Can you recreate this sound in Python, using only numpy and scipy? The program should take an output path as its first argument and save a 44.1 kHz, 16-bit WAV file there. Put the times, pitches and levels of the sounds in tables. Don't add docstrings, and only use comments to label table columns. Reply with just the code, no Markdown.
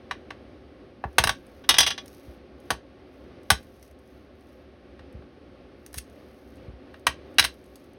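import sys
import numpy as np
from scipy import signal
from scipy.io import wavfile

SR = 44100
rng = np.random.default_rng(int(sys.argv[2]) if len(sys.argv) > 2 else 0)


def output_pcm(signal):
    pcm = np.clip(np.atleast_2d(signal).T, -1, 1) * 32767
    wavfile.write(sys.argv[1], SR, np.round(pcm).astype(np.int16))


N = 351918

# t/s, level/dB, hardness/Hz, place (0 = top, 1 = rim), push into the table/dB relative to level
CASE_KNOCKS = [(0.1105, -28.5, 3160, 0.22, -18), (0.3045, -36.5, 2860, 0.31, -15),
               (1.0385, -25, 940, 0.12, -1.5), (1.1825, -15, 11000, 0.18, -6.5),
               (1.2382, -21, 18000, 0.25, -3.5), (1.2722, -24.5, 10700, 0.19, -10),
               (1.2922, -22, 7600, .2, -11), (2.7042, -24.5, 12000, 0.053, -6),
               (3.5026, -15, 17960, 0.19, -4.5), (3.5135, -25, 13000, 0.25, -3),
               (4.9925, -53, 3500, 0.22, 6), (5.222, -56, 1605, .1, 10.5), (5.9426, -48, 4000, 0.23, 0),
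               (6.9416, -46.5, 2420, 0.35, -14), (7.0673, -19.5, 10000, 0.13, -13.5),
               (7.3835, -15, 7900, 0.76, -20), (7.394, -14.5, 11900, 0.72, -17),
               (7.425, -29, 5940, 0.72, -12), (7.441, -27.5, 15000, 0.57, -16),
               (7.447, -25.5, 18000, 0.51, -20)]
# f/Hz, level struck on top/dB, level struck at the rim/dB, t60 before damping/s
CASE_MODES = [(785, -5, -12, .07), (1000, -4, -18, .04), (1132, 2, -14, .06), (1510, 0, -6, .045),
              (1610, 4, -1, .045), (1740, -2, -5, .04), (1860, -3, -3, .045), (2020, -10, -3, .045),
              (2730, -4, -4, .055), (2865, -9, 0, .065), (3160, -7, -6, .06), (3760, -6, -3, .04),
              (3950, 0, 0, .045), (4080, -9, -3, .035), (5200, -7, -5, .04), (5470, -5, -8, .04),
              (8480, -8, -12, .04), (9600, -8, -14, .04), (9950, -7, -11, .04)]
# on top/dB, at the rim/dB
CASE_BAND_GAINS = [(2, -15.5), (0.07, -3.5), (-1.4, 2.5), (-4, -5)]
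# t/s, level/dB, hardness/Hz, place (0 = corner, 1 = flat)
LID_BOUNCES = [(1.639, -46.5, 2100, 0.61), (1.6901, -16, 18000, 0), (1.7048, -23, 6500, 0.17),
               (1.7404, -26, 5200, 0.2), (1.7652, -31, 3000, 0.8), (1.7834, -16, 13000, 1),
               (1.8038, -19, 11000, 0.81), (1.83, -25.5, 5800, 0.78), (1.8639, -25.5, 6200, 1),
               (1.872, -27, 8300, 0.59), (1.904, -30, 5800, 0.65), (1.978, -35.5, 3700, 0.56)]
# f/Hz, level struck on a corner/dB, level struck flat/dB, t60 before damping/s
LID_MODES = [(790, -11, -12, .09), (1136, -6, -9, .1), (1650, -11, -8, .06), (1990, -5, -7, .06),
             (2450, -8, -11, .07), (2860, -4, -9, .08), (3150, -9, -3, .085), (3377, -9, 0, .1),
             (3735, 4, -10, .06), (3957, -12, -9, .08), (4748, -14, -10, .08), (5047, -16, -4, .085),
             (5232, 0, -14, .065), (5728, -7, -1, .08), (6007, -7, -4, .06), (6245, -8, -4, .07),
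             (8533, -14, -9, .06), (9152, -14, -3, .05), (9606, -4, -14, .06), (9980, -5, -15, .06),
             (11400, -5, -16, .05)]
# on a corner/dB, flat/dB
LID_BAND_GAINS = [(-6.5, -9.5), (-4, -3.5), (4, 4.5), (-2, -1.5)]
# lower f/Hz, upper f/Hz
TONE_BANDS = [(550, 1300), (1300, 2400), (2400, 6500), (8000, 16000)]
# f/Hz, gain/dB
CRACK_EQ = [(100, -18.5), (250, -11.5), (550, -8), (800, -1.5), (1150, -6.5), (1700, 0), (2300, -3),
            (3900, -5), (4600, -6), (5600, -6), (6800, -8.5), (10000, -7.5), (12500, -12), (16000, -17.5)]
# f/Hz, gain/dB
TICK_EQ = [(300, -35), (1800, -3), (4000, -5.5), (5800, -1.5), (11000, -0.5), (16000, -11)]
# t/s, peak/dB
STAMP_TICKS = [(2.059, -38), (2.08, -34), (5.127, -50), (5.8633, -30.5), (5.9299, -34), (5.9423, -26),
               (5.9802, -21.5), (5.9842, -15.5), (7.7569, -35.5)]
# rate/(1/s), least peak above the stroke's level/dB, spread/dB
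HANDLING_TICKS = (7, 18.8, 2.2)
# start/s, end/s, final level/dB
STAMP_PEEL = (5.94, 5.982, -46)
# f/Hz, relative level/dB, t60/s
TABLE_MODES = [(65.94, 0, 0.16), (89.63, -0.5, 0.056), (118, -2.5, .08), (165, -3, .07), (205, -3.5, 0.12),
               (282, 1, .05), (434, 2.5, 0.12)]
# t/s, peak/dB
HAND_PRESSES = [(2.266, -37), (5.135, -33), (5.177, -41.5), (5.956, -34.5), (6.667, -32), (6.719, -39)]
# start/s, length/s, level/dB
HAND_STROKES = [(0.999, .75, -72), (1.949, 0.45, -66), (2.55, .25, -68), (3.03, 0.32, -77),
                (3.399, 0.57, -68.5), (3.948, 0.36, -74.5), (4.299, .38, -75.5), (5.749, 0.96, -71),
                (6.87, 0.22, -73), (7.2, 0.76, -71)]
# rate/(1/s), depth/dB
HAND_WAVER = (14, 2)
# f/Hz, gain/dB
RUB_EQ = [(300, -16), (2000, -1.5), (5500, 5.5), (8500, -2), (12000, 4.5), (15500, -0.5)]
# f/Hz, t60/s
ROOM_DECAY = [(150, 0.6), (600, 0.13), (2500, 0.16), (6000, .15), (14000, 0.095)]
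# f/Hz, gain/dB
HUM_EQ = [(20, -39.5), (45, -13.5), (67, 5), (88, -5.5), (170, -10), (270, -1), (380, -3.5), (600, -9),
          (900, -19), (2400, -25), (4800, -33.5), (7000, -48), (10000, -49), (16000, -60)]
# f/Hz, width/Hz, gain/dB
HUM_BELLS = [(328, 12, -8.5), (360, 19, 3.5), (450, 20, -9.5), (525, 33, 3.5), (657, 11, -8.5),
             (1016, 71, -10), (1070, 58, 8)]
# t/s, level/dB
HUM_LEVELS = [(0, -48), (0.699, -49), (3.302, -48.5), (3.8, -51), (5.3, -49.5), (6.9, -49), (7.4, -47),
              (7.55, -50.5), (7.98, -48.5)]
# f/Hz, width/Hz, depth/dB
PORT_NOTCHES = [(7335, 470, 19), (13360, 550, 14.5)]


def case_clacks():
    return plastic_hits(CASE_KNOCKS, CASE_MODES, CASE_BAND_GAINS, ring_share=.4, detune=.012,
                        click_db=-14, click_t60=.0047, punch_db=-2, punch_s=.0038,
                        rise_s=.0015, damping_db_per_s=250)


def lid_clatter():
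    return plastic_hits(LID_BOUNCES, LID_MODES, LID_BAND_GAINS, ring_share=.45, detune=.005,
                        click_db=-7, click_t60=.012, punch_db=-7.5, punch_s=.003,
                        rise_s=.0027, damping_db_per_s=100)


def plastic_hits(hits, modes, band_gains, ring_share, detune, click_db, click_t60,
                 punch_db, punch_s, rise_s, damping_db_per_s):
    choke_db, choke_s, soft_slope = 9, .006, 3.6
    out, t = np.zeros(N), np.arange(SR // 4) / SR
    gaps = np.diff([hit[0] for hit in hits], append=N / SR)
    centres = np.sqrt(np.prod(TONE_BANDS, axis=1))
    for (start, level_db, hard_hz, place, *_), gap in zip(hits, gaps):
        ring = np.zeros(len(t))
        for (hz, first_db, second_db, t60), (phase, load) in zip(modes, rng.uniform(-1, 1, (len(modes), 2))):
            mode_db = first_db + (second_db - first_db) * place
            decay = amp(mode_db - (60 / t60 + damping_db_per_s) * t)
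            ring += decay * np.sin(2 * np.pi * (hz * (1 + detune * load) * t + phase))
        choke = amp(-choke_db * np.clip((t - gap) / choke_s, 0, 1))
        ring = unit_rms(ring) * choke
        crack = unit_rms(eq(burst(t, t60=.046), CRACK_EQ))
        click = unit_rms(eq(burst(t, click_t60), TICK_EQ))
        hit = np.sqrt(ring_share) * ring + np.sqrt(1 - ring_share) * crack + amp(click_db) * click
        hit *= 1 + amp(punch_db) * np.exp(-(t / punch_s) ** 2)
        hit *= 1 - np.exp(-t / rise_s)
        dulling_db = 10 * np.log10(1 + (centres / hard_hz) ** soft_slope)
        targets_db = level_db + np.dot(band_gains, [1 - place, place]) - dulling_db
        for _ in range(2):
            trims_db = targets_db - [attack_db(hit, band) for band in TONE_BANDS]
            hit = eq(hit, list(zip(centres, trims_db)))
        add(out, start, hit)
    return out


def tacky_ticks():
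    out, t = np.zeros(N), np.arange(SR // 10) / SR
    per_s, above_db, spread_db = HANDLING_TICKS
    strays, tries = [], 16
    for start, length, db in HAND_STROKES:
        for when, size, chance in rng.random((tries, 3)):
            if chance < per_s * length / tries:
                strays.append((start + length * when, db + above_db - spread_db * np.log(1 - size)))
    for start, peak_db in STAMP_TICKS + strays:
        tick = eq(burst(t, t60=.022, snap=.41), TICK_EQ)
        add(out, start, amp(peak_db) * tick / abs(tick).max())
    return out


def peel(growth_db):
    start, end, final_db = STAMP_PEEL
    out, size = np.zeros(N), round((end - start) * SR)
    rasp = unit_rms(eq(grains(size), TICK_EQ))
    add(out, start, rasp * amp(final_db + np.linspace(-growth_db, 0, size)))
    return out


def table_thuds(rise_s, lag_s, low_cut_hz, db_per_octave):
    quick_hz, slow_hz, lid_push_db = 97.1, 78.97, -19.5
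    out, t = np.zeros(N), np.arange(SR // 2) / SR
    low_cut = signal.butter(5, low_cut_hz, "high", fs=SR, output="sos")
    pushes = ([(start, db + push_db, quick_hz) for start, db, _, _, push_db in CASE_KNOCKS]
              + [(start, db + lid_push_db, slow_hz) for start, db, _, _ in LID_BOUNCES]
              + [(start, db, slow_hz) for start, db in HAND_PRESSES])
    for start, peak_db, push_hz in pushes:
        thud = np.zeros(len(t))
        for hz, db, t60 in TABLE_MODES:
            mode_db = db - db_per_octave * abs(np.log2(hz / push_hz))
            thud += amp(mode_db - 60 * t / t60) * np.sin(2 * np.pi * hz * (t - rise_s))
        thud *= 1 - np.exp(-(t / rise_s) ** 2)
        thud = signal.sosfilt(low_cut, thud)
        add(out, start + lag_s, amp(peak_db) * thud / abs(thud).max())
    return out


def hand_rustle(fade_s):
    t = np.arange(N) / SR
    envelope = sum(amp(db) * np.clip(np.minimum(t - start, start + length - t) / fade_s, 0, 1)
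                   for start, length, db in HAND_STROKES)
    per_s, depth_db = HAND_WAVER
    pace = np.interp(t * per_s, np.arange(N), rng.standard_normal(N))
    return envelope * amp(depth_db * pace) * unit_rms(eq(grains(N), RUB_EQ))


def room(x, wet_db, build_s):
    hz, t, noise = signal.stft(rng.standard_normal(SR // 2), SR, nperseg=256)
    decay = amp(-60 * t / curve_at(ROOM_DECAY, hz)[:, None])
    tail = signal.istft(noise * decay, SR, nperseg=256)[1]
    tail *= 1 - np.exp(-(np.arange(len(tail)) / SR / build_s) ** 2)
    return x + amp(wet_db) * signal.fftconvolve(x, tail / np.linalg.norm(tail))[:N]


def ventilation_hum(waver_db):
    air = colour(rng.standard_normal(N), lambda hz: curve_at(HUM_EQ, hz) + bells(HUM_BELLS, hz), 8192)
    waver = np.interp(np.arange(N), np.linspace(0, N, 60), rng.standard_normal(60))
    level_db = np.interp(np.arange(N) / SR, *np.transpose(HUM_LEVELS))
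    return amp(level_db + waver_db * waver) * unit_rms(air)


def burst(t, t60, snap=0):
    x = rng.standard_normal(len(t)) * amp(-60 * t / t60)
    x /= np.linalg.norm(x)
    x[0] += snap
    return x


def grains(size, per_s=3500, spread_db=3.2):
    sizes = amp(spread_db * np.minimum(rng.exponential(1, size), 4))
    return sizes * rng.standard_normal(size) * (rng.random(size) < per_s / SR)


def attack_db(hit, band_hz, window_s=.009):
    band_pass = signal.butter(3, band_hz, "band", fs=SR, output="sos")
    attack = signal.sosfilt(band_pass, hit[:round(window_s * SR)])
    return 10 * np.log10(np.mean(attack ** 2) + 1e-20)


def eq(x, points):
    return colour(x, lambda hz: curve_at(points, hz))


def colour(x, db_at, size=4096):
    log_gain = np.log(amp(db_at(abs(np.fft.fftfreq(size, 1 / SR)))))
    taps = np.fft.ifft(np.exp(np.conj(signal.hilbert(log_gain)))).real
    return signal.fftconvolve(x, taps[:size // 2])[:len(x)]


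def curve_at(points, hz):
    f, value = np.transpose(points)
    return np.interp(np.log(hz + 1), np.log(f + 1), value)


def bells(rows, hz):
    return sum(db * np.exp(-((hz - f) / width) ** 2) for f, width, db in rows)


def amp(db):
    return 10 ** (np.asarray(db) / 20)


def unit_rms(x):
    return x / np.sqrt(np.mean(x ** 2) + 1e-20)


def add(mix, start_s, sound):
    part = mix[round(start_s * SR):][:len(sound)]
    part += sound[:len(part)]


def scene():
    plastic = case_clacks() + lid_clatter()
    thuds = table_thuds(rise_s=.008, lag_s=.009, low_cut_hz=47, db_per_octave=9)
    hum = ventilation_hum(waver_db=1.25)
    handling = hand_rustle(fade_s=.13) + peel(growth_db=5) + tacky_ticks()
    return (room(plastic + handling, wet_db=-11.5, build_s=.004) + thuds + hum)[None]


def record(dry):
    notched = colour(dry[0], lambda hz: -bells(PORT_NOTCHES, hz))
    high_cut = signal.firwin(255, 16400, window=("kaiser", 8), fs=SR)
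    return signal.oaconvolve(np.clip(notched, -1, 1), high_cut, "same")[None]


dry = scene()
out = record(dry)
output_pcm(out)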